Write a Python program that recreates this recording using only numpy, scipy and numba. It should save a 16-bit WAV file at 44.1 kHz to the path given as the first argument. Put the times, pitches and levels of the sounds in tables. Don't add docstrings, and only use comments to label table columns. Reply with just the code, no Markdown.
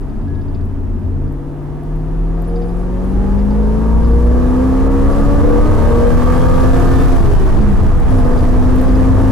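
import sys
import numpy as np
from scipy import signal
from scipy.fft import rfft, irfft, next_fast_len
from scipy.io import wavfile
from scipy.ndimage import uniform_filter1d
from numba import njit

SR = 44100
rng = np.random.default_rng(int(sys.argv[2]) if len(sys.argv) > 2 else 0)


def dump_mix(stems):
    frames = np.atleast_2d(stems).T
    limited = np.clip(frames, -1, 1)
    pcm = np.round(limited * 32767).astype(np.int16)
    wavfile.write(sys.argv[1], SR, pcm)


def ratio(d):
    e = np.asarray(d, float) / 20
    return 10 ** e


N = 410571
HOP = 256
FRAMES = N // HOP + 2
T_S = np.arange(N) / SR

# t/s, load/dB, throttle shut/0-1, roughness/0-1
LOAD = [(0, -27, 0.7, 0.38), (1.1, -25.5, 0.66, 0.41), (1.18, -27, 0.27, 0.08), (2, -25.5, 0.31, 0.07),
        (3.2, -23, 0.33, 0.07), (3.8, -17, 0.2, 0), (4.4, -13.5, 0.34, 0.04), (5, -15, 0.17, 0.08),
        (5.5, -8.5, 0.28, 0.23), (6, -10.5, 0.2, 0.07), (6.5, -11.5, 0, 0), (7.03, -10.5, 0.24, 0.09),
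        (7.15, -19, 0.18, 0.3), (7.7, -39, 0.5, 0.06), (8.07, -44, 1, 0), (8.12, -16, 0.12, 0.04),
        (8.6, -19, 0.13, 0.15), (9.31, -10.5, 0.42, 0.19)]
STRONG_ORDERS = [4, 8, 1, 3, 5, 17, 2, 1.5]
LOAD_MID_DB = -14
CLUTCH_OUT_S, CLUTCH_BITE_S, CLUTCH_IN_S = 7.06, 7.95, 8.3
PATCH_END_S = 1.35


def curves(table, size):
    s, *columns = np.transpose(table)
    grid_s = np.arange(N // size + 3)[:N] * size / SR
    return [np.interp(grid_s, s, c) for c in columns]


def at(table, hz):
    table_hz, db = np.array(table).T[:2]
    return np.interp(np.log(hz), np.log(np.maximum(table_hz, 1)), db)


def walk(rate_hz, count, size=FRAMES):
    k = max(int(SR / HOP / rate_hz), 1)
    w = uniform_filter1d(uniform_filter1d(rng.standard_normal((count, size)), k), k)
    return w / w.std()


def per_sample(row):
    return np.interp(np.arange(N) / HOP, np.arange(FRAMES), row)


def fade(t, start_s, end_s, edge_s):
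    return np.clip(np.minimum(t - start_s, end_s - t) / edge_s, 0, 1)


def resonance(hz, f, width):
    return 1 / (1 + (2 * (hz - f) / width) ** 2)


def spread(mid, side, hz):
    # f/Hz, left minus right/dB
    lean = [(60, 1.5), (110, 4.5), (200, 1.5), (380, -1.5), (700, 0.5), (1290, -1), (2380, -0.5),
            (4400, -0.5), (8120, -0.5), (15000, 0)]
    lean_db = at(lean, hz) / 2
    return np.array([(mid + side) * ratio(lean_db), (mid - side) * ratio(-lean_db)])


def crank(size):
    # t/s, crank/Hz
    in_gear = [(0.0, 36.57), (0.28, 35.26), (1.05, 34.16), (1.3, 34.88), (1.75, 37.5), (2.2, 40.1),
               (2.8, 44.6), (3.1, 47.27), (4.0, 56.9), (4.4, 61.78), (5.1, 69.22), (5.8, 76.52),
               (6.4, 83.74), (6.8, 87.7), (8.4, 61.8), (8.8, 63.91), (9.31, 66.16)]
    # t/s, crank/Hz
    change_up = [
        (7.06, 89.2),
        (7.21, 84.2),
        (7.776, 64.8),
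        (7.864, 67.1),
        (7.934, 61.45),
        (8.05, 61),
        (8.11, 64.96),
        (8.142, 65.3),
        (8.254, 61.03),
    ]
    return curves(sorted(in_gear + change_up), size)[0]


def declutched(t, rise_s):
    return np.clip(np.minimum((t - CLUTCH_OUT_S) / rise_s, (CLUTCH_BITE_S - t) / 0.027 + 1), 0, 1)


def strong_orders(hz, load_db, shut):
    strength = [(-27.5, -10.5, 0.26, 2.5), (-41.5, -2, 0.13, 8.5), (-31, 3.5, 0.037, 10),
                (-35, 1, 0.079, 3), (-48, -1, 0.12, 4), (-61, 1, 0.092, 13), (-37, -22, 0.46, 5),
                (-28, -1, 1, -24)]
    high_gear_db = [2, 2.5, -8, 4, 1, -3, 5, 4]
    # f/Hz, width/Hz, in gear/dB, change with clutch out/dB
    exhaust_modes = [(158, 35, 6, .1), (204, 31, 10.5, -2), (254.6, 30.7, 12.5, 0), (289.7, 45, 9, -10.5),
                     (322.4, 38.6, -15.5, 9), (341, 36, 7, 9), (474.5, 38, 12.5, 3), (520, 4.8, 0, -7),
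                     (566, 27, 6.5, 0), (639, 74, -11, 14), (697.6, 52, 6.5, 9)]
    # f/Hz, width/Hz, in gear/dB, change with clutch out/dB
    mount_modes = [(40.1, 1.5, 4.5, .1), (51.7, 8.5, 3.5, 3), (58.8, 6.8, 11.5, -9), (97.7, 3.7, 9.5, -1),
                   (120, 32, -13, -1), (166.7, 18, 8, -8), (205, 27, 3, 14), (228, 12, -2.5, 3.5),
                   (255.3, 67, 14.5, -5), (341, 35, 10, 7), (399, 73, 6.5, 18.5), (733, 58.2, 5, 3),
                   (834, 56, 12.5, .1), (932, 86, 10.5, 2), (1020, 60, -10, .1), (784, 39, -8, .1)]
    t = np.arange(len(shut)) * HOP / SR
    db, shut_db, share, pull_db = np.transpose(strength)[:, :, None]
    free = declutched(t, 0.24)
    exhaust, mounts = (sum((g + change * free) * resonance(hz, f, w) for f, w, g, change in modes)
                       for modes in (exhaust_modes, mount_modes))
    firing = np.array(STRONG_ORDERS)[:, None] % 4 == 0
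    db = db + shut_db * shut + share * (load_db - LOAD_MID_DB)
    db = db + pull_db * fade(t, 1.85, CLUTCH_OUT_S, 0.1)
    db = db + np.c_[high_gear_db] * (t > CLUTCH_BITE_S)
    return db + np.where(firing, exhaust, mounts)


def order_levels(order, crank_hz, load_db, shut):
    # order, under load/dB, change with throttle shut/dB
    source = [(.5, -47, -13), (2.5, -33.5, -1.5), (3.5, -38, -21), (4.5, -44, 9), (5.5, -31.5, 3.5),
              (6, -24.5, -39), (6.5, -28, 8), (7.0, -25.5, -2), (7.5, -30.5, -6), (8.5, -30.5, -19),
              (9, -24.5, -14.5), (9.5, -24, -24), (10, -27.5, -4.5), (11.5, -35.5, -3), (12.0, -28, -22),
              (13.0, -34.5, -13), (13.5, -27, -16), (14, -21.5, -30), (15.0, -30.5, -7.5),
              (16.0, -25.5, -16), (16.5, -21.5, -26), (17.5, -28, -7), (18.0, -28.5, -15), (19.0, -30, -17),
              (19.5, -26, -19), (20, -26.5, -19), (20.5, -30.5, -18), (21.0, -40, -5), (22.0, -33.5, -16)]
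    # order, slope/dB per octave of crank speed, change in high gear/dB, trim/dB
    drift = [(.5, 2, -9, 0.5), (3.5, -3, -8, 2), (4.5, 0, 0, 4), (5.5, 3, -2.5, -1), (6, 1.5, -4.5, 3),
             (6.5, 3.5, -9, -2.5), (7, 7, -2, -2), (7.5, 4.5, -3, 0.5), (8.5, -5, 7.5, 2), (9, -8, -4, -3),
             (9.5, -7.5, 4, -0.5), (10, 1, 7, -3), (10.5, -0.5, -5, -0.5), (11, -4.5, 7, 4),
             (11.5, 11, 8, -1), (12, 3, 6, 1), (12.5, 2.5, 4, 2), (13, 2.5, -11, 2), (13.5, 7, 3.5, 0),
             (14, 5.5, -3, -1.5), (14.5, 11.5, -1, -1), (15, 9, -11, -1), (15.5, 5, 0, -0.5),
             (16, 8, 3, -0.5), (16.5, 4, 8, 0.5), (17.5, -0.8, -0.5, 1.2)]
    # f/Hz, width/Hz, level/dB
    body = [(83.2, 26, 17), (134, 59, 18), (181, 22, 9.5), (259, 56, 24), (347.4, 47, 13.5), (403, 65, 8.5),
            (475, 45.3, 21), (517, 10.5, 7), (556.8, 33.6, 12), (605, 30, 2.5), (691, 52, 11.5),
            (854, 20, 13), (929, 63, 15), (1039.4, 45, 1.5), (1145, 75, 13), (1235, 23, 13), (1591, 67, 12),
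            (1737, 50, 10)]
    # order, t/s, length/s, level/dB
    surges = [(8, 2.24, 0.19, 8.5), (8, 8.16, 0.22, 2), (6, .2, .25, -6), (6, 1.1, .25, 4),
              (6, 3.12, 0.21, 12.5), (6, 5.24, 0.17, 1), (6.5, 3.96, 0.97, -6), (8.5, 9, .4, -6),
              (7, 6.1, .4, -8), (7, 9.9, .25, 2), (7, 7.8, .25, -6), (7.5, 5.4, .35, -13),
              (7.5, 5.9, .25, 13), (5.5, 4.23, 0.27, 7.5), (5.5, 6.52, 0.2, -8), (5.5, 7.66, .35, 8),
              (5, 7, .2, 12), (5, 9.8, .25, 14), (3, 7.35, 0.14, -11), (3, 8.5, 0.28, -7),
              (4, 6.62, .25, -6.5), (4, 8.5, 0.29, -7), (2, 2.6, .7, 6), (4.5, 3.2, 0.38, 10),
              (4.5, 8.6, .25, 8), (10, 4.33, 0.22, 14), (10, 1.9, 0.46, 3), (10, 7.1, .6, -5),
              (10, 5.9, .25, 3), (12, 2.97, 0.36, 13), (12, 3.86, .25, 7), (13, 2.4, .4, 8),
              (13, 3.8, .3, 4), (13, 4.84, 0.21, 5), (13, 6.8, 0.45, 4), (9.5, 2.704, 0.23, -14),
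              (11, 1.4, 0.27, -5), (17.5, 3.3, 0.63, -10), (16.5, 6.5, .4, -5), (16.5, 8.6, .7, -8),
              (15.5, 2.67, 0.3, 11), (14, 6.7, .35, -2), (8.5, 7.1, 0.31, 6), (7, 9.1, 0.17, -4.5),
              (4, 8.54, 0.27, 3.5), (8, 5.7, 0.16, 5.5), (17, 2.64, .3, 2.5), (7.5, 8.3, 0.18, 4),
              (5.5, .15, .15, -5), (4, 1.24, 0.13, 4)]
    hz, t = order * crank_hz, np.arange(len(shut)) * HOP / SR
    source_order, load_level, shut_change = np.transpose(source)
    db = np.interp(order, source_order, load_level) + shut * np.interp(order, source_order, shut_change)
    drift_order, *columns = np.transpose(drift)
    slope_db, gear_db, trim_db = (np.interp(order, drift_order, c) for c in columns)
    db = db + trim_db + slope_db * np.log2(crank_hz / 60) + gear_db * (t > CLUTCH_BITE_S)
    db = db + load_db - 6.5 * np.log2(1 + hz / 517)
    db = db + sum(g * resonance(hz, f, w) for f, w, g in body)
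    rows = (2 * np.array(STRONG_ORDERS)).astype(int) - 1
    db[rows] = strong_orders(hz[rows], load_db, shut)
    return db + sum(g * np.exp(-((order - k) / .3) ** 2 - ((t - s) / d) ** 2) for k, s, d, g in surges)


@njit
def harmonics(cycle_hz, size, hop):
    out, p = np.zeros((2, len(cycle_hz))), 0.
    for i in range(len(cycle_hz)):
        p += 2 * np.pi * cycle_hz[i] / SR
        turn, z, j, u = np.exp(1j * p), 1 + 0j, i // hop, (i % hop) / hop
        for k in range(size.shape[2]):
            z *= turn
            for c in range(2):
                out[c, i] += (z * (size[c, j, k] * (1 - u) + size[c, j + 1, k] * u)).imag
    return out


def engine():
    # f/Hz, side minus mid/dB
    line_width = [(50, -36), (90, -7.5), (150, -16), (225, -4), (262, -21), (350, -14), (420, -14),
                  (475, -9.5), (520, 5.5), (640, -31), (800, -14), (1200, -7), (1800, -6.5)]
    burble_hz = 300
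    crank_hz = crank(HOP)
    load_db, shut, rough = curves(LOAD, HOP)
    count = len(rough)
    order = np.arange(1, 61)[:, None] / 2
    hz = order * crank_hz
    db = order_levels(order, crank_hz, load_db, shut)
    db = db + 2.2 * np.clip(hz / burble_hz - .5, .3, 1) * walk(3, 60, count)
    shake = walk(16, 120, count).reshape(2, 60, -1)
    smear = np.clip(rough + .3 * np.clip(2 * (hz / burble_hz - 1), 0, 1), 0, 1)
    mid = np.sqrt(2) * ratio(db) * np.exp(2j * np.pi * rng.random((60, 1)))
    mid = mid * (1 + smear * (shake[0] + 1j * shake[1]))
    path_rad = np.pi / 2 + 0.75 * walk(2.2, 60, count)
    side = mid * ratio(at(line_width, hz)) * np.exp(1j * path_rad)
    size = np.ascontiguousarray(spread(mid, side, hz).transpose(0, 2, 1))
    return harmonics(crank(1) / 2, size, HOP)


def rush(colour, swell_db, flicker_db, flicker_hz):
    # f/Hz, side minus mid/dB
    width = [(25, -8), (60, -3.5), (110, -5.5), (200, -3.5), (380, -7.5), (700, 0), (1290, -7),
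             (2380, -2.5), (4400, -3.5), (8120, -2.5), (15000, -2.5)]
    band_oct = .6
    low_hz, high_hz = colour[0][0], colour[-1][0]
    n = next_fast_len(N)
    hz = np.arange(n // 2 + 1) * SR / n + 1e-3
    noise = rfft(rng.standard_normal((2, n))) * ratio(at(colour, hz)) * (hz > low_hz) * (hz < high_hz)
    noise = spread(noise[0], noise[1] * ratio(at(width, hz)), hz)
    centres = np.arange(np.log2(low_hz), np.log2(high_hz) + band_oct, band_oct)
    db = swell_db * walk(flicker_hz, 1) + flicker_db * walk(flicker_hz, len(centres))
    out = 0
    for centre, row in zip(centres, db):
        weight = np.clip(1 - abs(np.log2(hz) - centre) / band_oct, 0, 1)
        out = out + irfft(noise * weight, n)[:, :N] * per_sample(ratio(row))
    return out / out.mean(0).std()


def rush_levels():
    # idle/dB, per octave road/dB, per octave crank/dB, share of load change, clutch out/dB, lorry/dB
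    law = [
        (-34.5, 16, 0.11, 0.013, -1.3, 4),
        (-44.5, 11, 3.17, 0.0083, -1, 2.5),
        (-62.5, 8.5, 9.35, 0.036, -2, 2),
    ]
    idle_hz, gear_step = 36, 1.298
    crank_hz, load_db = crank(1), curves(LOAD, 1)[0]
    in_gear = (T_S < CLUTCH_OUT_S) | (T_S > CLUTCH_IN_S)
    geared_hz = crank_hz * np.where(T_S > CLUTCH_IN_S, gear_step, 1)
    road_hz = np.interp(T_S, T_S[in_gear], geared_hz[in_gear])
    lorry = np.exp(-((T_S - 3.22) / 0.19) ** 2)
    free = declutched(T_S - .12, 0.3)
    road_oct, crank_oct = np.log2(road_hz / idle_hz), np.log2(crank_hz / idle_hz)
    return [db + a * road_oct + b * crank_oct + c * (load_db - LOAD_MID_DB) + d * free + e * lorry
            for db, a, b, c, d, e in law]


def airflow():
    # t/s, level/dB
    gusts = [(0.0, -31), (1.19, -27.5), (1.27, -27.5), (1.74, -47), (1.94, -33), (3.11, -32.5),
             (3.19, -23.5), (3.86, -29), (3.94, -22.5), (4.43, -19.5), (4.69, -29), (4.77, -19),
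             (5.63, -14.5), (5.73, -18.5), (6.92, -15.5), (7.03, -17.5), (7.08, -14.5), (9.31, -18.5)]
    # f/Hz, density/dB per Hz
    wind_colour = [(12, -12.5), (20, 1.5), (26, -1.5), (34, 0), (42, 0), (55, -9.5), (80, -9.5),
                   (120, -20.5), (200, -37)]
    # f/Hz, density/dB per Hz
    tyre_colour = [(50, 4.5), (85, 0.5), (130, -2), (200, -14), (270, -6), (380, -13.5), (480, -11),
                   (650, -43)]
    # f/Hz, density/dB per Hz
    roar_colour = [(420, -21), (500, -22), (620, -9), (800, -11), (1000, -13.5), (1220, -14), (1420, -20),
                   (1700, -20.5), (2100, -28.5), (2600, -33), (3500, -41), (4500, -53)]
    # f/Hz, density/dB per Hz
    hiss_colour = [(1470, -27), (2500, -6), (3750, -7), (5900, -9), (7480, -12), (10900, -13.5),
                   (14800, -21.5), (15600, -19)]
    tyre_db, roar_db, hiss_db = rush_levels()
    firing = np.cos(2 * np.pi * np.cumsum(4 * crank(1)) / SR)
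    wind = ratio(curves(gusts, 1)[0] + 9.5) * np.tanh(1.31 * rush(wind_colour, 0.39, 0.42, 12))
    tyres = ratio(tyre_db) * rush(tyre_colour, 0.58, 0.83, 14)
    roar = ratio(roar_db + 0.84) * rush(roar_colour, 0.39, 0.44, 18) * (1 + 0.16 * firing)
    lull_db = -6 * np.exp(-((T_S - 4.892) / .014) ** 2)
    hiss = ratio(hiss_db + lull_db) * rush(hiss_colour, 0.26, 0.24, 18) * (1 + 0.03 * firing)
    return wind + tyres + roar + hiss


def eddies():
    # f/Hz, density/dB per Hz
    eddy_colour = [(15, 11), (30, -11.5), (60, -1.5), (100, -17), (160, -12.5), (250, -13.5)]
    return ratio(rush_levels()[2] + 25.5) * rush(eddy_colour, 2.5, 0.89, 30)[0] * np.array([[1], [-1]])


def patched_tarmac():
    # f/Hz, density/dB per Hz
    patch_colour = [(60, -9), (90, 5), (150, -21), (215, 7), (280, -12.5), (360, -5), (430, -8), (520, -35)]
    return ratio(-30) * rush(patch_colour, 0.7, 1.3, 15) * np.clip((PATCH_END_S - T_S) / 0.044, 0, 1)


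def self_noise():
    # f/Hz, density/dB per Hz
    noise_colour = [(2500, 18), (6000, -3), (11000, 7.5), (15700, 0)]
    return ratio(-67.5) * rush(noise_colour, 0.11, .1, 9)


def knocks(events, modes, db, pan_db, chatter):
    out, t = np.zeros((2, N + SR)), np.arange(SR // 3) / SR
    hz, mode_db, t60_s = np.array(modes).T[:, :, None]
    place = np.linspace(-.5, .5, len(modes))[:, None]
    pan = np.array([[pan_db], [-pan_db]]) / 2
    chances = rng.standard_normal((len(events), len(modes), len(t)))
    for (s, peak_db, tilt_db), chance in zip(events, chances):
        size = ratio(mode_db + tilt_db * place + 1.5 * chance[:, :1])
        ring = size * np.sin(2 * np.pi * hz * t) * np.exp(-np.log(1000) * t / t60_s)
        ring = ring * (1 + chatter * uniform_filter1d(uniform_filter1d(chance, size=40), size=40))
        ring = ring.sum(0) * np.minimum(t / 0.001, 1)
        start = int(s * SR)
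        out[:, start:start + len(t)] += ring * ratio(peak_db + db + pan)
    return out[:, :N]


def clip_ticks():
    # t/s, peak/dB, tilt lowest to highest mode/dB
    ticks = [(.008, -58, -1), (.6549, -59, -2), (1.3214, -58, -2), (1.8327, -61, -5), (1.9574, -58, -2),
             (2.4184, -50, 10), (2.595, -62, -2), (2.7701, -60, -4), (3.04, -61, 1), (3.4511, -57, 3),
             (7.9992, -48, -2), (8.756, -47, 6), (8.8134, -45, 4)]
    # f/Hz, level/dB, t60/s
    clip_modes = [(7800, 2, .02), (9600, 0, .03), (11900, -1.5, .05), (12900, -3, .05), (14300, -4, .04),
                  (15300, -7, .03)]
    return knocks(ticks, clip_modes, db=0.5, pan_db=2.0, chatter=6)


def trim_rattles():
    # t/s, peak/dB, tilt lowest to highest mode/dB
    rattles = [(.024, -60, 6), (.0942, -53, 1), (.1531, -58, -2), (.2114, -52, -3), (.2783, -53, -5),
               (.3481, -51, -2), (.4125, -52, 2), (.4813, -53, 2), (.5447, -47, -1), (.6075, -53, 2),
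               (1.03, -58, -8), (1.1258, -63, -8), (1.275, -59, 6), (2.4423, -52, -10), (2.4957, -54, 10),
               (2.5576, -45, 6), (2.6189, -45, 8), (2.6883, -48, 2), (3.317, -50, 8), (3.39, -48, 10),
               (3.5049, -42, 6), (4.047, -45, 6), (4.115, -46, 10), (5.125, -44, 8), (7.6081, -38, -2),
               (8.1249, -47, 8), (8.186, -44, 8), (8.2482, -45, 8), (8.315, -45, 10), (8.3764, -42, 10),
               (8.4377, -50, 8), (8.89, -42, 7), (8.9514, -40, 6)]
    # f/Hz, level/dB, t60/s
    trim_modes = [(2670, -8, .045), (3030, -5, .055), (3480, -3.5, .07), (3770, -3, 0.085), (4170, -6, .06),
                  (4430, -3, .065), (4720, 0, 0.085), (4930, -1, .08)]
    return knocks(rattles, trim_modes, db=-6.5, pan_db=-4.0, chatter=3.2)


def drone():
    wobble, throb = (per_sample(w) for w in walk(9.1, 2))
    hum = np.sin(2 * np.pi * np.cumsum(87.9 * (1 + 0.01 * wobble)) / SR) * ratio(-22 + 1.9 * throb)
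    return hum * fade(T_S, 0.19, PATCH_END_S, .06) * ratio(np.array([[1.5], [-1.5]]))


def squeaks():
    # t/s, length/s, f/Hz, level/dB
    squeak_events = [
        (.268, .15, 1674, -50),
        (.6, .08, 1660, -62),
        (.6, .3, 5750, -78),
        (.68, .1, 3040, -67),
        (1.15, .1, 1670, -62),
        (1.2, 1.3, 3450, -74),
        (6.82, .2, 1775, -44),
        (8.76, .3, 516, -26),
    ]
    wobble, flutter = (per_sample(w) for w in walk(25, 2))
    clock_s = T_S + .004 * np.cumsum(wobble) / SR
    tones = sum(ratio(db) * np.sin(2 * np.pi * hz * clock_s) * fade(T_S, s, s + d, .012)
                for s, d, hz, db in squeak_events)
    return ratio(2.2 * flutter) * tones


def whines():
    # t/s, length/s, order, level/dB
    mesh_tones = [
        (2.0, 4.3, 39, -65),
        (6.0, .3, 39, -57),
        (6.3, .28, 39, -49),
        (6.92, .07, 39, -48),
        (6.94, .1, 40, -47),
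        (7.3, .13, 38.7, -47),
    ]
    turns = np.cumsum(crank(1)) / SR
    flutter = per_sample(walk(20, 1)[0])
    tones = sum(ratio(db) * np.sin(2 * np.pi * k * turns) * fade(T_S, s, s + d, .02)
                for s, d, k, db in mesh_tones)
    return ratio(2.5 * flutter) * tones


def spring_pings():
    # t/s, peak/dB, tilt lowest to highest mode/dB
    pings = [(2.4753, -46, 4), (2.6509, -55, -3), (2.6763, -54, -8), (2.7387, -58, -3), (2.7861, -50, 3),
             (3.04, -55, 9), (3.0814, -53, 8), (3.735, -52, 8), (4.0103, -52, -6), (4.0831, -52, -2),
             (4.14, -53, 8), (4.2413, -48, .1), (4.32, -52, 8), (4.4797, -49, 8), (4.6059, -53, 6),
             (5.1093, -44, 5), (5.7843, -51, -1), (6.0202, -49, 4), (6.3425, -46, .1), (6.4248, -49, -5),
             (6.6333, -47, 3), (6.7895, -47, 3), (8.0964, -46, 6), (8.13, -46, 8), (8.1698, -42, 8),
             (8.4163, -42, 10), (8.7554, -47, 6), (9.2125, -47, 10)]
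    # f/Hz, level/dB, t60/s
    spring_modes = [(10050, -2, .13), (10780, -1.5, 0.22)]
    return knocks(pings, spring_modes, db=-5.5, pan_db=8, chatter=2.3)


def scene():
    steady = engine() + airflow() + eddies() + patched_tarmac() + self_noise()
    loose_parts = clip_ticks() + trim_rattles() + spring_pings()
    return steady + loose_parts + drone() + squeaks() + whines()


@njit
def limiter(x, top, attack, release):
    gain, e = np.ones(x.shape[1]), 0.
    for i in range(x.shape[1]):
        a = max(abs(x[0, i]), abs(x[1, i]))
        e += (a - e) * (attack if a > e else release)
        gain[i] = min(1., top / (e + 1e-9))
    return gain


def top_cut(x):
    return signal.sosfilt(signal.butter(12, 15770, fs=SR, output="sos"), x)


def record(dry):
    x = dry * limiter(dry, .8, 1 / (.002 * SR), 1 / (.02 * SR))
    x = x * np.minimum(.4 + T_S / .02, 1)
    x = .79 * np.tanh(x / .79)
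    return top_cut(x)


dry = scene()
out = record(dry)
dump_mix(out)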